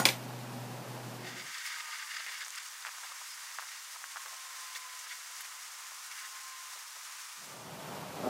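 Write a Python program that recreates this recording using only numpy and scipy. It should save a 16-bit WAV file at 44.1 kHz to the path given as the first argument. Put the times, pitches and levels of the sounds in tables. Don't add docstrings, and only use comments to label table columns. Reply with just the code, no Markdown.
import sys
import numpy as np
from scipy import signal
from scipy.fft import rfft, irfft, next_fast_len
from scipy.io import wavfile

SR = 44100
rng = np.random.default_rng(int(sys.argv[2]) if len(sys.argv) > 2 else 0)


def bounce(signal):
    frames = np.transpose(np.atleast_2d(signal))
    limited = np.clip(frames, -1, 1)
    pcm = np.round(limited * 32767).astype(np.int16)
    wavfile.write(sys.argv[1], SR, pcm)


def undo_db(level):
    steps = np.asarray(level, float) / 20
    return 10 ** steps


N = 365941

# start_s, end_s
TO_TORCH, TO_SHOP = (1.15, 1.533), (7.348, 7.85)
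SHOP_TOP_HZ, TOP_HZ = 15250, 15760
LOW_CUT_HZ = 736

# freq_hz, level_db (per Hz)
RUMBLE_BEFORE = [(15, -77), (25, -45), (85, -37), (104, -27), (123, -17), (151, -9), (243, -12), (391, -16),
                 (790, -14.5), (1470, -23), (1700, -23), (2040, -29), (2730, -32.5), (3500, -43),
                 (4550, -69), (7700, -120)]
# freq_hz, level_db (per Hz)
RUMBLE_AFTER = [(15, -65), (25, -47), (145, 1), (325, -8.5), (416, -4), (471, -6.5), (669, -3), (758, -5.5),
                (932, -4.5), (1010, -7), (1500, -11.5), (1840, -16), (2620, -21), (3500, -26), (4550, -54),
                (7700, -120)]
# freq_hz, level_db (per Hz)
AIR = [(880, -33), (1500, -36), (1820, -9), (2460, -7), (4100, -9.5), (4470, -9), (15100, -17)]
# rumble_db, air_db
BED_BEFORE, BED_AFTER = (-47, -51.5), (-45.5, -50)
AIR_FLICKER_DB, RUMBLE_AFTER_FLICKER_DB = 0.6, 0.8
ECHO_DB, ECHO_T60_S = (11, 17), (0.31, 0.14)

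HUM_HZ, HUM_SAG_HZ_PER_S = 124.8, 2.75
HUM_ORDERS_DB, HUM_THROB_DB = (-49, -60.5, -73), (1.0, 5.5, 3)
HUM_START_DB = 7.5
HUM_SINK_S, HUM_SINK_DB_PER_S = 1.04, 18
THIRD_S, THIRD_RISE_S, THIRD_DB = 1.2, 0.13, 18.5
# centre_s, lift_db, length_s
HUM_SWAYS = [(.32, 1, 0.17), (.54, 0, .06), (.64, 3, .12), (.845, -11, 0.056), (1.09, 3, .06)]

# time_s, pitch_hz, level_db
WHINE_EARLY = [(1.66, 1282, -59), (1.71, 1270, -55), (1.755, 1258, -59), (1.8, 1245, -52.5),
               (1.9, 1220, -53), (1.97, 1200, -58), (2.04, 1184, -56), (2.1, 1172, -60)]
WHINE_MIDDLE = [(4.02, 1102, -60), (4.19, 1082, -58), (4.35, 1058, -61), (4.55, 1042, -58),
                (4.85, 1021, -54), (5.15, 1008, -63), (5.3, 1012, -70), (5.6, 1025, -65), (5.9, 1036, -63),
                (6.08, 1048, -64), (6.3, 1057, -55), (6.62, 1041, -55), (6.78, 1026, -64)]
WHINE_FAR = [(7.17, 1210, -83), (7.4, 1194, -64), (7.68, 1180, -62)]
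# time_s, pitch_hz, level_db
COASTING = [(4.35, 1047, -60), (4.9, 1016, -57.5), (5.2, 1003, -62.5), (5.75, 1031, -62)]
PULLING = [(5.5, 1033, -70), (5.9, 1034, -65), (6.3, 1048, -59.5), (6.8, 1037, -70)]
# multiple (of the reference line), level_db
ORDERS_EARLY = [(.752, -7), (1, 0)]
ORDERS_SINGLE = [(1, 0.9)]
COASTING_ORDERS = [(.5, -20), (0.699, -15), (1.23, -11)]
PULLING_ORDERS = [(.4, -24), (.72, -15), (.8, -14), (1.2, -6), (1.4, -1)]

# time_s, level_db
DRAG = [(8.15, -39), (8.19, -39), (8.203, -32), (8.22, -53), (8.236, -34), (8.26, -26), (8.285, -25),
        (8.3, -45)]
# start_s, peak_db
SLIPS = [(8.167, -30), (8.184, -31), (8.2003, -28), (8.212, -37), (8.223, -32), (8.2353, -27), (8.239, -29),
         (8.244, -25), (8.255, -33), (8.2595, -27), (8.269, -34), (8.271, -21), (8.274, -34), (8.2805, -31),
         (8.284, -32), (8.2885, -31), (8.295, -26)]
# freq_hz, width_hz, level_db
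BENCH = [(242, 50, 1.5), (418, 90, -2), (630, 80, 2), (800, 150, -2), (1270, 200, -10)]

# start_s, peak_db, ring_db, room_db, dulling_db (per octave above the first crack mode)
CLANKS = [
    (.0539, -6, -21.5, -17, -.5),
    (.0884, -14, -21.5, -20, -2),
]
# freq_hz, level_db, t60_s
CRACK = [(2330, 6.5, 0.017), (2070, -5, .03), (2900, -2, .010), (3450, 3.5, 0.013), (4100, 3.5, .007),
         (4880, 5.5, 0.0105), (7130, -9, 0.015), (8170, -13, .015), (9450, -9, 0.018), (10400, -14, .02),
         (14650, -13, .03)]
# freq_hz, level_db, t60_s
STEEL = [(305, -3, 0.07), (362, -4, 0.09), (538, -4, 0.12), (800, -6, 0.11), (1050, -9, 0.083),
         (2336, -3, 0.14), (2625, -6, 0.11), (3235, -8, 0.12), (3930, -7, .13), (5930, -3, 0.1),
         (6500, -5, 0.1), (9170, -4, 0.2), (13050, -11, 0.3), (14700, -7, .08), (14910, -5, .07)]
# freq_hz, level_db, t60_s
EARLIER_RING = [(744, -7, 0.28), (787, -13, 0.16), (843, -6, 0.23), (1073, -4, 0.072), (1440, -2, 0.15),
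                (1900, -13, .26), (5800, -19, 0.23), (6710, -16, .25), (6821, -13, .25), (8630, -12, 0.23),
                (8680, -16, 0.22), (10660, -16, 0.2), (10800, -16, .2), (14710, -8, .072)]
# freq_hz, level_db (per Hz)
CLANK_TAIL = [(88, -39), (150, -34), (249, -11), (979, -6), (1190, -11.5), (2270, -4.5), (2980, -7.5),
              (4760, -10), (13700, -19), (14800, -22), (16000, -41)]
SHOP_T60_S = 0.22
BLOOM_S = 0.0032
CONTACT_S = 0.00028

# time_s, pitch_hz, level_db
SQUEAL = [(3.26, 5200, -60), (3.28, 5120, -58), (3.32, 5200, -55), (3.345, 4750, -59)]
SQUEAL_WIDTH_HZ = 130

# centre_s, peak_db, pitch_hz
TICKS = [(1.3975, -33, 4000), (1.545, -34, 5000), (2.4402, -34, 5000), (2.4485, -33, 5900),
         (2.4571, -37, 6300), (2.4636, -35, 3900), (2.4824, -30, 7300), (2.5054, -28, 5400),
         (2.5362, -37, 7200), (2.5529, -33, 5600), (2.5583, -30, 7300), (2.5612, -32, 6600),
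         (2.5765, -34, 7100), (2.5792, -36, 5700), (2.5821, -30, 7700), (2.5854, -36, 7300),
         (2.5999, -37, 5800), (2.6044, -34, 6800), (2.6126, -37, 4400), (2.6651, -36, 5600),
         (2.6856, -33, 6400), (2.8249, -36, 4500), (2.8683, -31, 4200), (4.3678, -36, 6000),
         (4.9951, -36, 7000), (5.0999, -36, 4100), (5.409, -34, 9700), (6.4342, -37, 7000),
         (6.4363, -35, 7200)]
TICK_CYCLES = 0.55

# start_s, peak_db, pitch_hz
POPS = [(1.8045, -32, 1890), (2.2057, -26, 1730), (2.4632, -29, 1980), (2.482, -31, 1800),
        (2.604, -41, 1500), (3.0469, -36, 1070), (2.62, -31, 1890), (2.8499, -23, 1550),
        (2.8599, -29, 1310), (2.825, -37, 1680), (2.891, -29, 1550), (3.0366, -32, 1350),
        (3.1215, -36, 1170), (3.2167, -33, 1230), (3.5865, -22, 1560), (3.595, -26, 1150),
        (3.6244, -29.5, 1350), (3.7174, -32, 2050), (2.9833, -31, 1450), (3.961, -33, 1200),
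        (4.041, -23.5, 1580), (4.1597, -25, 1270), (4.171, -24.5, 1460), (4.2603, -28, 1440),
        (4.7584, -29, 2020), (5.0702, -33, 1960), (5.1196, -37, 2350), (5.4082, -33, 1830),
        (5.4517, -30, 2060), (5.9106, -37, 2120), (6.116, -34, 2244), (6.2351, -39, 1963),
        (2.868, -31, 1500), (2.8678, -26, 3080), (2.825, -33, 3400), (3.586, -40, 2900), (4.171, -39, 2300),
        (2.8745, -35, 1300), (2.883, -32, 1200), (3.029, -39, 1100), (3.098, -35, 1400), (3.619, -33, 1600),
        (3.630, -33, 1500), (3.635, -39, 1000), (3.670, -37, 1800), (4.017, -35, 1200), (4.167, -34, 1700),
        (4.179, -35, 1400), (4.268, -38, 1300), (5.919, -39, 1000)]
AFTER_POP_S, AFTER_POP_DB = 0.0045, -13
# start_s, peak_db, centre_hz, length_s
COUGHS = [(1.873, -48.5, 750, 0.032), (2.183, -49, 650, 0.026), (2.463, -52, 600, 0.022),
          (2.848, -42.5, 900, 0.05), (3.025, -46.5, 900, 0.041), (3.111, -44.5, 750, 0.017),
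          (3.2, -48, 750, 0.026), (3.582, -39.5, 800, 0.0085), (3.617, -50, 800, 0.015),
          (3.943, -45.5, 900, 0.032), (4.147, -46, 900, 0.039), (4.249, -46.5, 450, 0.038),
          (4.301, -49, 700, 0.071), (5.91, -55, 873, 0.02), (6.749, -48.5, 420, 0.033),
          (6.947, -52, 520, 0.037), (7.019, -60, 450, 0.027)]
# start_s, peak_db, centre_hz, t60_s
SPITS = [(1.581, -42.5, 4830, 0.065), (1.662, -43, 4870, .1), (2.448, -42, 6500, .03),
         (2.481, -50, 10500, .02), (2.505, -36, 4770, 0.012), (2.557, -50, 10500, 0.023),
         (2.579, -50, 10500, 0.027), (4.75, -43.5, 3500, 0.078), (4.991, -42.5, 7000, 0.033),
         (5.092, -46, 3400, 0.067), (5.407, -45, 11930, 0.08), (2.137, -45, 2060, .12),
         (2.263, -42.5, 1950, 0.12), (2.284, -44, 1900, .12), (2.424, -43.5, 1550, 0.071)]
SPIT_WIDTH = 0.33

# freq_hz, level_db (per Hz)
HISS = [(1470, -35.5), (2500, -19), (2780, -5), (3070, -7), (3370, -5), (4050, -4), (5500, -0.5), (6320, 0),
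        (9200, -4.5), (15600, -14.5)]
# freq_hz, level_db (per Hz)
BREATH = [(24, -68), (40, -49), (297, -40), (453, -24), (560, -16.5), (667, -17.5), (734, -12.5), (1020, 0),
          (1120, -1.5), (1260, 0.5), (1470, -2), (1820, -2), (2290, -3.5), (4000, -13), (5200, -35),
          (8800, -120)]
HISS_DB, BREATH_DB = -48, -55.5
HISS_GUST_DB, BREATH_GUST_DB = -0.2, 0.45
# time_s, level_db
ROAR = [(1.15, -50.5), (1.4, -45.5), (1.72, -38), (1.8, -43.5), (2.0, -42.5), (2.06, -43.5), (2.14, -42),
        (2.45, -42), (2.52, -74), (2.75, -50.5), (3.1, -51), (3.55, -50.5), (3.9, -57), (4.4, -54),
        (5.0, -50.5), (5.4, -54.5), (6.3, -57.5), (7.5, -58)]
# freq_hz, width_hz, level_db
NOZZLE = [(1230, 80, -4.5), (1550, 125, -1.5), (1890, 120, 1.5), (2215, 170, -1), (2780, 210, -4.5),
          (3530, 370, -7.5), (4790, 530, -7.5), (7000, 1200, -16), (2037, 82, -5.5)]
# centre_s, roar_db, length_s, hiss_lift_db
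FLARES = [(1.28, -50, 0.078, 4), (1.395, -48.5, 0.086, 0), (1.56, -51, 0.031, -1), (1.667, -56, 0.058, 4),
          (2.55, -43.5, 0.068, -0.5), (2.581, -42, 0.023, 1), (2.605, -46, 0.057, -2.5),
          (2.661, -45, 0.02, 2), (2.87, -54, 0.045, 0), (3.07, -55, 0.072, 1), (3.29, -71, 0.23, 1),
          (3.365, -68, .04, -1), (3.59, -51, 0.021, -2), (3.69, -46.5, 0.026, 0), (3.753, -49, 0.093, -1),
          (3.928, -63, 0.053, 2.5), (4.115, -57, 0.08, 0.5), (4.59, -60, 0.074, 1.5),
          (4.733, -49, .03, 1.5), (4.764, -46, 0.037, 3.5), (4.903, -63, 0.045, 0), (5.065, -54, .02, -2),
          (5.122, -45, 0.046, 1), (5.408, -50, 0.03, 1.5), (5.45, -53, .025, 2), (5.653, -56, .08, 0.5),
          (6.122, -44.5, 0.032, 1), (6.187, -45.5, 0.074, 1.5), (6.246, -47, 0.057, 0.5),
          (6.374, -58, 0.12, 0), (6.55, -53, 0.091, -1.5)]
# centre_s, lift_db, length_s
GULPS = [(1.335, 2, .04), (1.46, 2, .04), (1.55, 5, .02), (1.59, 0, 0.033), (1.669, -2, .012),
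         (1.697, -2, .04), (1.74, 1, .03), (1.785, -2, .03), (1.806, 7, .015), (1.826, -7, .025),
         (1.87, -1, .04), (1.928, 2.5, .05), (1.98, -5, .02), (1.996, 3.5, .025), (2.025, 4, .02),
         (2.057, -4, .025), (2.075, 0, .02), (2.09, -3, .02), (2.115, 6, .025), (2.146, 5, .02),
         (2.17, 6, 0.013), (2.205, 2, .03), (2.235, -1, .04), (2.27, 0, .02), (2.292, 0, 0.03),
         (2.328, 0, .03), (2.348, 5, .02), (2.39, -6, .02), (2.422, 3, .03), (2.455, -4, .03)]


def rms_one(x):
    return x / np.sqrt(np.mean(x ** 2) + 1e-20)


def in_time(rows):
    s, *columns = np.transpose(rows)
    return [np.interp(np.arange(N) / SR, s, c) for c in columns]


def fader(rows, in_s, out_s):
    t = np.arange(N) / SR
    fade_in = np.clip((t - rows[0][0]) / in_s, 0, 1)
    fade_out = np.clip((rows[-1][0] - t) / out_s, 0, 1)
    return fade_in * fade_out


def crossfade():
    return np.interp(np.arange(N) / SR, TO_TORCH + TO_SHOP, [0, 1, 1, 0])


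def bell(s, length_s):
    t = np.arange(N) / SR
    return np.cos(np.pi * np.clip((t - s) / length_s, -0.5, 0.5)) ** 2


def bumps(rows):
    return sum(db * bell(s, length_s * 1.16) for s, db, length_s in rows)


def drift(rate_hz):
    r = np.exp(-80 * np.pi * rate_hz / SR)
    noise = rng.standard_normal(N // 40 + 2002)
    slow = signal.lfilter([1], [1, -2 * r, r * r], noise)[2000:]
    return np.interp(np.arange(N) / 40, np.arange(len(slow)), rms_one(slow))


def coloured(spectrum, flicker_db):
    size = next_fast_len(N)
    hz, db = np.transpose(spectrum)
    bins_hz = np.arange(size // 2 + 1) * SR / size
    shape = undo_db(np.interp(np.log(bins_hz + 1), np.log(hz), db))
    noise = rng.standard_normal(N) * undo_db(flicker_db)
    return rms_one(irfft(rfft(noise, size) * shape, size)[:N])


def resonate(x, hz, width_hz):
    r = np.exp(-np.pi * width_hz / SR)
    zeros = np.array([1, 0, -1]) * (1 - r * r) / 2
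    return signal.lfilter(zeros, [1, -2 * r * np.cos(2 * np.pi * hz / SR), r * r], x)


def body(x, peaks):
    return sum((-1) ** k * undo_db(db) * resonate(x, hz, width) for k, (hz, width, db) in enumerate(peaks))


def ring(hz, t60, length, turn=None):
    t = np.arange(length) / SR
    start = rng.random() if turn is None else turn
    return np.sin(2 * np.pi * (hz * t + start)) * undo_db(-60 * t / t60)


def cut_above(x, hz):
    return signal.sosfilt(signal.ellip(10, 0.3, 80, hz, fs=SR, output="sos"), x)


def cut_below(x, order, hz):
    return signal.sosfilt(signal.butter(order, hz, "high", fs=SR, output="sos"), x + 1e-18)


def add(out, s, sound):
    at = round(s * SR)
    out[at:at + len(sound)] += sound[:N - at]


def motor_hum():
    t = np.arange(N) / SR
    turns = np.cumsum((HUM_HZ - HUM_SAG_HZ_PER_S * t) * (1 + 0.0096 * drift(6.8))) / SR
    sink_db = HUM_SINK_DB_PER_S * np.maximum(t - HUM_SINK_S, 0)
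    first_db = bumps(HUM_SWAYS) + HUM_START_DB * np.exp(-t / 0.12) - sink_db
    third_db = THIRD_DB * np.clip((t - THIRD_S) / THIRD_RISE_S + 1, 0, 1)
    hum = np.zeros(N)
    for k, (db, lift_db) in enumerate(zip(HUM_ORDERS_DB, (first_db, 0, third_db))):
        level = undo_db(db + 4.5 + lift_db + HUM_THROB_DB[k] * drift(12))
        hum += level * np.sin(2 * np.pi * (k + 1) * turns)
    return hum


def workshop():
    t = np.arange(N) / SR
    air = cut_above(coloured(AIR, AIR_FLICKER_DB * drift(13.0)), SHOP_TOP_HZ)
    rumble_echo, air_echo = (1 + undo_db(db - 60 * t / t60) for db, t60 in zip(ECHO_DB, ECHO_T60_S))
    rumble = undo_db(BED_BEFORE[0] + 1.5) * coloured(RUMBLE_BEFORE, 0.35 * drift(12.0))
    before = rumble_echo * rumble + undo_db(BED_BEFORE[1]) * air_echo * air
    later_rumble = coloured(RUMBLE_AFTER, RUMBLE_AFTER_FLICKER_DB * drift(13.0))
    after = undo_db(BED_AFTER[0] + 1.5) * later_rumble + undo_db(BED_AFTER[1]) * air
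    return (1 - crossfade()) * np.where(t < TO_SHOP[0], before + motor_hum(), after)


def engine(rows, orders):
    hz, db = in_time(rows)
    turns = np.cumsum(hz * (1 + 0.0012 * drift(11.5))) / SR
    beat = 1 + 0.33 * np.sin(2 * np.pi * np.cumsum(12 + 3.9 * drift(2.2)) / SR)
    lines = sum(undo_db(level_db + 0.67 * drift(6.2)) * np.sin(2 * np.pi * k * turns) for k, level_db in orders)
    return fader(rows, 0.022, 0.023) * undo_db(db + 2.0) * beat * lines


def far_engines():
    whines = engine(WHINE_EARLY, ORDERS_EARLY) + engine(WHINE_MIDDLE, ORDERS_SINGLE)
    whines = whines + engine(WHINE_FAR, ORDERS_SINGLE)
    return whines + engine(COASTING, COASTING_ORDERS) + engine(PULLING, PULLING_ORDERS)


def drag():
    s, db = np.transpose(SLIPS)
    grains = (rng.random(N) < 900 / SR) * rng.standard_normal(N)
    grit = grains + 0.038 * rng.standard_normal(N)
    catches = np.zeros(N)
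    catches[(s * SR).astype(int)] = undo_db(db + 30.5)
    level = fader(DRAG, 0.032, 0.004) * undo_db(in_time(DRAG)[0] - 9.5)
    return level * rms_one(body(grit, BENCH)) + body(catches + 1e-18, BENCH)


def struck(modes, dull_db, length, same_push):
    t = np.arange(length) / SR
    out = np.zeros(length)
    first_mode_hz = CRACK[0][0]
    for hz, db, t60 in modes:
        level = undo_db(db + dull_db * max(np.log2(hz / first_mode_hz), 0))
        bloom = np.minimum(t / BLOOM_S * max(hz / first_mode_hz, 1) ** 3, 1) ** 0.64
        turn = 0.5 - hz * CONTACT_S if same_push else None
        out += level * bloom * ring(hz, t60, length, turn)
    return out


def striker():
    out, length = np.zeros(N), SR // 3
    t = np.arange(length) / SR
    tail = coloured(CLANK_TAIL, 0.61 * drift(65))
    earlier = sum(undo_db(db) * ring(hz, min(t60, 0.25), length) for hz, db, t60 in EARLIER_RING)
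    add(out, 0, undo_db(-28.0 + 2.8 * drift(80)[:length]) * earlier)
    for k, (s, db, ring_db, room_db, dull_db) in enumerate(CLANKS):
        rough = 1 + 0.12 * rng.standard_normal(length)
        crack = 0.43 * rough * struck(CRACK, dull_db, length, True)
        steel = undo_db(ring_db) * struck(STEEL, dull_db, length, False)
        room = tail[k * length:][:length] * undo_db(-60 * t / SHOP_T60_S) * (1 - np.exp(-t / 0.00028))
        add(out, s, undo_db(db) * (crack + steel + undo_db(room_db) * room))
    return cut_above(out + 1e-18, SHOP_TOP_HZ)


def squeal():
    hz, db = in_time(SQUEAL)
    level = fader(SQUEAL, 0.03, 0.005) * undo_db(db + 6)
    return level * drift(SQUEAL_WIDTH_HZ) * np.sin(2 * np.pi * np.cumsum(hz) / SR)


def ticks():
    out, t = np.zeros(N), np.arange(-40, 40) / SR
    for s, db, hz in TICKS:
        envelope = np.exp(-(t * hz / TICK_CYCLES) ** 2)
        add(out, s + t[0], undo_db(db + 3) * np.sin(2 * np.pi * hz * t + 1) * envelope)
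    return cut_below(out, 4, 2 * LOW_CUT_HZ)


def sputter():
    out, length = np.zeros(N), SR // 10
    t = np.arange(length) / SR
    relit = [(s + AFTER_POP_S * (1 + 0.293 * a), db + AFTER_POP_DB + 3 * b, hz * (1 + 0.21 * c))
             for (s, db, hz), (a, b, c) in zip(POPS, rng.standard_normal((len(POPS), 3)))]
    for s, db, hz in list(POPS) + relit:
        envelope = (2.44 * hz * t) ** 0.71 * np.exp(-1.7 * hz * t)
        add(out, s, undo_db(db + 3.5) * np.sin(2 * np.pi * hz * t) * envelope)
    for s, db, hz, length_s in COUGHS:
        ragged = rng.standard_normal(length) ** 3
        puff = ragged * np.sin(np.pi * np.clip(t / length_s, 0, 1))
        add(out, s, undo_db(db - 5.0) * rms_one(resonate(puff, hz, 0.92 * hz)) * np.sqrt(length_s * 10))
    out = cut_below(out, 3, LOW_CUT_HZ)
    for s, db, hz, t60 in SPITS:
        puff = rms_one(resonate(rng.standard_normal(length), hz, SPIT_WIDTH * hz))
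        add(out, s, undo_db(db + 2 - 60 * t / t60) * puff)
    return out


def torch():
    flutter, gust = drift(23), drift(2.5)
    swell, lift_db = undo_db(in_time(ROAR)[0]), np.zeros(N)
    for s, db, length_s, hiss_db in FLARES:
        flare = bell(s, length_s * 1.3)
        swell = swell + undo_db(db) * flare
        lift_db = lift_db + hiss_db * flare
    swell = swell * undo_db(bumps(GULPS))
    hiss_flicker_db = 0.5 * flutter + 0.5 * drift(30) + HISS_GUST_DB * gust
    hiss = undo_db(HISS_DB + lift_db) * coloured(HISS, hiss_flicker_db)
    breath_flicker_db = 0.46 * flutter + 0.52 * drift(7.6) + BREATH_GUST_DB * drift(2.6)
    breath = undo_db(BREATH_DB + 3.5) * coloured(BREATH, breath_flicker_db)
    eddies = rng.standard_normal(N) * undo_db(1.44 * drift(55) + 0.91 * drift(22) + 0.28 * flutter)
    roar = undo_db(-3.0) * swell * rms_one(body(eddies, NOZZLE))
    return crossfade() * (hiss + breath) + fader(ROAR, 0.07, 0.12) * roar


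def scene():
    background = workshop() + far_engines()
    bench = drag() + striker()
    flame = squeal() + ticks() + sputter() + torch()
    mono = background + bench + flame
    return np.array([mono, mono])


def roll_off(x):
    return signal.sosfilt(signal.butter(12, 16500, fs=SR, output="sos"), x)


def record(dry):
    mix = cut_above(dry, TOP_HZ)
    return roll_off(mix)


dry = scene()
out = record(dry)
bounce(out)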